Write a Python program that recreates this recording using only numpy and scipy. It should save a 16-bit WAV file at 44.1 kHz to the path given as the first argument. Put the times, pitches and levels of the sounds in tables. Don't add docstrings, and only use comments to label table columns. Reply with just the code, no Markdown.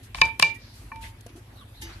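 import sys
import numpy as np
from scipy import signal
from scipy.fft import rfft, irfft
from scipy.io import wavfile
from scipy.ndimage import uniform_filter1d

SR = 44100
rng = np.random.default_rng(int(sys.argv[2]) if len(sys.argv) > 2 else 0)


def magnitude_from_level(level_db):
    exponent = np.asarray(level_db, float) / 20
    return 10 ** exponent


def put_to_file(sound):
    columns = np.atleast_2d(sound).T
    safe = np.clip(columns, -1, 1)
    whole_steps = np.round(safe * 32767)
    wavfile.write(sys.argv[1], SR, whole_steps.astype(np.int16))


N = 88200
SIDES = np.array([[.5], [-.5]])


def evened(x):
    return x / np.sqrt(np.mean(x ** 2) + 1e-20)


def read(points, hz):
    f, value = np.transpose(points)
    return np.interp(np.log(hz + 1), np.log(f + 1), value)


def add(mix, s, sound):
    part = mix[:, round(s * SR):][:, :sound.shape[-1]]
    part += sound[..., :part.shape[1]]


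def ring(hz, db, t60, pan_db=0, lead=0, rise=.0003, settle=1):
    t = np.arange(SR // 2) / SR
    muting_db = 330 * np.maximum(t - settle, 0)
    fade = magnitude_from_level(db + pan_db * SIDES - 60 * t / t60 - muting_db) * (1 - np.exp(-t / rise))
    return fade * np.sin(2 * np.pi * hz * t + lead * SIDES)


def resonate(x, hz, width):
    turn = np.exp(2j * np.pi * np.cumsum(hz * np.ones(len(x))) / SR)
    r = np.exp(-np.pi * width / SR)
    smooth = signal.lfilter([1], np.convolve([1, -r], [1, -r]), x / turn)
    return 2 * (turn * smooth).real


def coloured(x, gain_of_hz):
    return irfft(rfft(x) * gain_of_hz(np.fft.rfftfreq(x.shape[-1], 1 / SR)), x.shape[-1])


# frequency in Hz, level in dB per Hz.
AIR_COLOUR = [(76, -55.5), (130, -18.5), (239, -2.5), (421, -12.5), (576, -15), (2810, -20.5),
              (7930, -32.5), (12400, -26.5), (14000, -67.5)]
# frequency in Hz, likeness from 0 to 1.
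AIR_LIKENESS = [(60, 0.78), (180, 0.81), (550, 0.34), (1650, 0.01), (4970, 0.016), (15000, 0.11)]


def air():
    frames, hz = N // 256 + 5, np.fft.rfftfreq(1024, 1 / SR)
    a, b, c, d, patches = rng.standard_normal((frames, 513, 5)).T
    patches = uniform_filter1d(patches, size=12, axis=0)
    patches = evened(uniform_filter1d(patches, size=9, axis=1))
    same = np.clip(read(AIR_LIKENESS, hz), -1, 1)[:, None]
    left = a + 1j * b
    right = same * left + np.sqrt(1 - same ** 2) * (c + 1j * d)
    colour_db = read([(30, -47.5), (70, -14)] + list(AIR_COLOUR), hz)[:, None]
    z = np.array([left, right]) * magnitude_from_level(colour_db + 2.4 * patches)
    return magnitude_from_level(-56.5) * evened(signal.istft(z, nperseg=1024, noverlap=768)[1][:, :N])


# frequency in Hz, level in dB, t60 in seconds.
EXHAUST_MODES = [(103.5, -32, 0.1), (141, -67.5, 0.082), (230, -49, 0.093)]
FIRST_FIRE_S, FIRE_GAP_S, FIRE_JITTER_S, OFFBEAT_DB = 0.01586, .0773, 0.0043, -9
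# centre in seconds, half length in seconds, level in dB.
RUMBLE_SWELLS = [
    (0.225, 0.059, -38.5),
    (0.844, 0.036, -46.5),
    (1.047, 0.068, -45),
    (1.86, 0.068, -46),
    (1.99, 0.0297, -44.5),
]


def engine():
    out = np.zeros((2, N))
    puff = sum(ring(*mode, rise=0.011) for mode in EXHAUST_MODES)
    for k, late in enumerate(rng.standard_normal(52)):
        start = abs(FIRST_FIRE_S + k * FIRE_GAP_S / 2 + FIRE_JITTER_S * late)
        add(out, start, magnitude_from_level(OFFBEAT_DB * (k % 2)) * puff)
    t = np.arange(N) / SR
    wobble = resonate(rng.standard_normal(N), hz=48.6, width=36.6)
    wobble /= np.sqrt(uniform_filter1d(wobble ** 2, size=4000))
    swells = sum(magnitude_from_level(db) * np.exp(-((t - s) / half) ** 2) for s, half, db in RUMBLE_SWELLS)
    return out + wobble * (magnitude_from_level(-54.5) + swells)


# time in seconds, pitch in Hz, level in dB.
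SQUEAL_PATH = [(1.5, 10000, -90), (1.56, 10200, -73), (1.66, 10400, -73), (1.74, 11800, -70),
               (1.81, 10900, -72), (1.9, 11200, -75), (2, 11500, -82)]


def squeal():
    s, hz, db = np.transpose(SQUEAL_PATH)
    t = np.arange(N) / SR
    pitch = uniform_filter1d(np.interp(t, s, hz), size=1500)
    voices = np.array([resonate(v, pitch, 220) for v in rng.standard_normal((2, N))])
    return magnitude_from_level(np.interp(t, s, db)) * evened(voices)


# start in seconds, length in seconds, level in dB,
# then start, middle and end pitch in Hz.
CHICK_CALLS = [
    (1.556, 0.091, -58, 4160, 3680, 2780),
    (1.607, 0.034, -55, 1260, 1163, 1060),
    (1.74, 0.09, -57, 3430, 4070, 3100),
    (1.921, 0.039, -56.5, 4330, 4460, 4500),
]


def chick():
    out = np.zeros((2, N))
    for (s, length, db, *hz), breath in zip(CHICK_CALLS, rng.standard_normal((len(CHICK_CALLS), 2, 5000))):
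        u = np.linspace(0, 1, round(length * SR))
        glide = np.polyval(np.polyfit([0, .5, 1], hz, deg=2), u)
        width = .125 * hz[1]
        call = evened(np.array([resonate(v[:len(u)], glide, width) for v in breath]))
        add(out, s, magnitude_from_level(db) * np.sin(np.pi * u) ** 0.46 * call)
    return out


# frequency in Hz, level in dB, t60 in seconds.
PAN_MODES = [(885, -52, 0.25), (1755, -52, 0.27), (2085, -53.5, 0.3), (2920, -49.5, .06),
             (3190, -53, 0.068), (3650, -54.5, 0.11), (4210, -56, .08), (4500, -56.5, .1),
             (4900, -57, 0.11), (5230, -56.5, 0.083), (6000, -58, 0.2), (2336, -60, .3), (3854, -59, .09),
             (6476, -60, .15)]
PAN_S, RATTLE_S, RATTLES_PER_S, FIRST_BLOW = 1.8195, .06, 150, 2.4


def pan():
    out = np.zeros((2, N))
    chance, size = rng.random((2, 8000))
    rattle = (chance < RATTLES_PER_S / SR) * (2 * size - 1) * (np.arange(8000) < RATTLE_S * SR)
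    rattle[0] = FIRST_BLOW
    modes = sum(ring(*mode, pan_db=-0.5, lead=1.76 * rng.standard_normal(), rise=0.00085)
                for mode in PAN_MODES)
    add(out, PAN_S, signal.fftconvolve(modes, rattle[None], axes=1))
    return out


# start in seconds, level in dB, pitch in Hz, t60 in seconds.
SINGLE_RINGS = [(1.2615, -38.5, 480, 0.04), (1.2625, -43, 693, 0.059), (1.263, -46, 220, 0.05),
                (1.264, -50.5, 1633, 0.038), (1.3, -50, 338, .1), (1.353, -40.5, 323, 0.096),
                (1.377, -42, 356, 0.089), (1.36, -56.5, 700, 0.12), (1.831, -44.5, 333, 0.54),
                (1.914, -46, 339, 0.15), (.147, -36, 790, .04), (.155, -42, 700, .05), (.184, -42, 880, .05),
                (1.03, -48, 215, .1), (1.04, -53, 650, .08), (1.822, -46, 225, .1), (.9172, -36, 1790, .03),
                (.9172, -37, 1120, .035), (.9172, -39, 1480, .025), (.2158, -16, 1010, .02),
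                (.2158, -26, 560, .03), (.4268, -9, 2790, .028), (.4256, -17, 5500, .014),
                (.4256, -22, 6500, .012), (.3976, -24, 1000, .02), (.428, -30, 1770, .1),
                (.462, -36, 2900, .08), (.497, -49, 2075, 0.2), (.556, -49, 1920, 0.15),
                (1.862, -52, 2960, .1), (1.903, -53, 3780, .05)]


def single_rings():
    out = np.zeros((2, N))
    for s, db, hz, t60 in SINGLE_RINGS:
        add(out, s, ring(hz, db, t60, pan_db=1.0, lead=-.1, rise=0.0012))
    return out


# start in seconds, length in seconds, level in dB,
# centre in Hz, width in octaves.
WET_SCRAPES = [(0.027, 0.064, -51.5, 8940, 3), (0.15, 0.11, -45, 2175, 1.63),
               (0.145, 0.0048, -36.5, 2580, 0.68), (0.1546, 0.0099, -43, 3260, 0.4),
               (.428, 0.033, -42.5, 5040, 0.25), (1.288, 0.029, -57.5, 3000, 0.75),
               (0.175, 0.022, -44, 1676, 0.69), (.211, 0.019, -34, 3940, 0.56),
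               (0.3934, 0.0047, -35, 6000, 3.8), (0.3962, 0.0047, -21, 8050, 1.1),
               (0.235, 0.0089, -46, 4300, 0.6), (0.252, 0.013, -41.5, 5520, 0.33),
               (0.234, 0.081, -49, 4500, 1.6), (0.402, 0.081, -37, 2970, 1.13),
               (0.426, 0.11, -43, 4000, 0.68), (0.542, 0.039, -51.5, 6970, 1.7),
               (0.578, 0.35, -57, 4480, 0.3), (0.722, 0.22, -54.5, 8000, 3.5),
               (1.004, 0.133, -48.5, 6000, 3.7), (1.014, 0.1, -48.5, 2960, 0.49),
               (1.031, 0.065, -46, 1990, 0.29), (1.2078, 0.0092, -48, 6400, 1.6),
               (1.263, 0.011, -44, 7000, 6.5), (0.221, 0.095, -40, 453, 1.43),
               (0.429, 0.11, -44.5, 450, 0.47), (1.356, 0.056, -55, 7000, 2.4),
               (1.8107, 0.052, -42, 7060, 1.4), (1.825, 0.28, -52, 1400, 1.4),
               (1.886, 0.07, -49.5, 1433, 1.1)]


def scrapes():
    out = np.zeros((2, N))
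    draws = rng.standard_normal((len(WET_SCRAPES), 3, 10000))
    for (s, length, db, hz, octaves), (left, right, clumps) in zip(WET_SCRAPES, draws):
        u = np.arange(min(round(length * SR), 10000)) / (length * SR)
        grain = magnitude_from_level(0.55 * evened(uniform_filter1d(clumps, size=60)))
        noise = coloured(np.array([left, right]) * grain,
                         lambda f: np.exp(-.5 * (np.log2((f + 1) / hz) / octaves) ** 2))
        shape = np.minimum(u / .15, 1) * np.cos(np.pi / 2 * u) ** 1.2
        add(out, s, evened(noise)[:, :len(u)] * shape * magnitude_from_level(db))
    return out


# frequency in Hz, level in dB, t60 in seconds,
# left-right difference in dB, left lead in radians.
SPOON_MODES = [(156, -28, 0.16, -3, 1), (514, -28.5, 0.083, 5, -1.85), (710, -25, 0.039, -14.5, -3),
               (1059, -4.5, 0.036, 3, 1.02), (1763, -7.5, 0.031, 0.5, 1.32), (2348, -1, 0.021, 9.5, -1.5),
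               (2550, -5, 0.034, -1, -0.3), (2923, -7, 0.024, -3.5, 0.2), (3380, -20, 0.017, 0.5, -3.5),
               (3780, -7.5, 0.017, -10, -0.3), (4806, 8, 0.0075, 5.5, 3), (5180, -20.5, 0.013, 8, -4.5),
               (4360, -16, .011, 1.5, 9.2), (6170, -8.5, 0.013, 4.5, 3.47)]
PRESSED_DB, PRESSED_RING = -25, .5


def spoon(body_db, high_db, crack_db):
    softness_db = min(crack_db - body_db + 16.5, 0)
    stretch = PRESSED_RING if high_db - body_db < PRESSED_DB else 1
    out = 0
    for hz, db, t60, *sides in SPOON_MODES:
        tilt_db = 0.858 * softness_db * max(np.log2(hz / 2000), 0)
        scatter_db = 1.5 * rng.standard_normal()
        out = out + ring(hz, body_db + db + scatter_db + tilt_db, t60 * stretch, *sides, rise=0.002)
    return out


# frequency in Hz,
# level in dB, t60 in seconds, left-right difference in dB, left lead in radians.
WALL_RINGS = [(901, 2, 0.29, -.5, -1.02), (2348, -7.5, .135, 18, 0), (2348, -11, .31, -22, 0),
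              (2334, -20, .3, -22, -3.4), (4230, -23, 0.15, -10, 1.4), (2344, -27, .55, -8, 0)]
LET_GO_S, LIGHT_RING = .6, 1.82
SETTLE_S = .103


def mortar_wall(s, low_db, high_db):
    lightness = LIGHT_RING if s > LET_GO_S else 1
    out = 0
    for k, (hz, db, t60, *sides) in enumerate(WALL_RINGS):
        level_db = db + (low_db if k == 0 else high_db)
        stretch = lightness if k == 0 else 1
        settle = 1 if k == len(WALL_RINGS) - 1 else SETTLE_S * lightness
        out = out + ring(hz, level_db, t60 * stretch, *sides, rise=0.0024, settle=settle)
    return out


# frequency in Hz, level in dB.
CRACK_COLOUR = [(1500, 1.5), (4000, 7.5), (7000, -10.5), (10000, -2.5), (13000, -24), (15500, -38)]


def crack(crack_db):
    t = np.arange(2048) / SR
    grit = coloured(rng.standard_normal((2, len(t))), lambda hz: magnitude_from_level(read(CRACK_COLOUR, hz)))
    return evened(grit) * magnitude_from_level(crack_db + 1.5 * SIDES - 60 * t / 0.016)


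# start in seconds, then levels in dB of spoon body, low wall ring,
# high wall ring and crack.
SPOON_KNOCKS = [(.1468, -17, -64, -63.5, -36.5), (.1545, -31, -64, -56.5, -36),
                (.181, -40, -59.5, -57, -59), (.1853, -22.5, -58.5, -51, -45.5),
                (.192, -44, -61, -53, -61.5), (0.2154, -3.5, -23, -16, -18),
                (0.3974, -7.5, -87, -43.5, -18), (.4238, -22, -23, -19, -28),
                (0.4254, -5.5, -22.5, -15.5, -11), (.917, -25, -41.5, -46.5, -78),
                (.9593, -41.5, -46, -51, -43.5)]


def knocks():
    out = np.zeros((2, N))
    for s, body_db, low_db, high_db, crack_db in SPOON_KNOCKS:
        add(out, s, spoon(body_db, high_db, crack_db))
        add(out, s, mortar_wall(s, low_db, high_db))
        add(out, s, crack(crack_db))
    return out


# frequency in Hz, t60 in seconds.
YARD_DECAY = [(1000, 0.27), (3000, 0.33), (8000, 0.033)]


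def yard(x):
    taps = np.zeros((2, SR // 2))
    at = np.arange(640, SR // 2 - 20, 20)
    places = at + rng.integers(0, 20, (2, len(at)))
    np.put_along_axis(taps, places, rng.choice([-1., 1.], (2, len(at))), 1)
    hz, t, z = signal.stft(taps, SR, nperseg=256)
    tail = signal.istft(z * magnitude_from_level(-60 * t / read(YARD_DECAY, hz)[:, None]), SR, nperseg=256)[1]
    return signal.fftconvolve(x, tail / np.linalg.norm(tail[0]), axes=1)[:, :N]


def scene():
    far = air() + engine() + squeal() + chick()
    near = pan() + single_rings() + scrapes() + knocks()
    echo = yard(coloured(near, lambda hz: hz / (hz + 500)))
    return far + near + magnitude_from_level(-20.5) * echo


def top_cut(x):
    return signal.sosfilt(signal.butter(12, 15620, fs=SR, output="sos"), x)


# frequency in Hz, gain in dB.
MIC_COLOUR = [(25, -36.5), (45, 0.5), (12500, 1), (13100, -28.5)]


def record(dry):
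    side = coloured((dry[0] - dry[1]) / 2, lambda hz: 1 / (1 + (hz / 220) ** 2))
    heard = coloured(dry - np.array([side, -side]), lambda hz: magnitude_from_level(read(MIC_COLOUR, hz)))
    return top_cut(np.tanh(heard / 1.4) * 1.634)


dry = scene()
out = record(dry)
put_to_file(out)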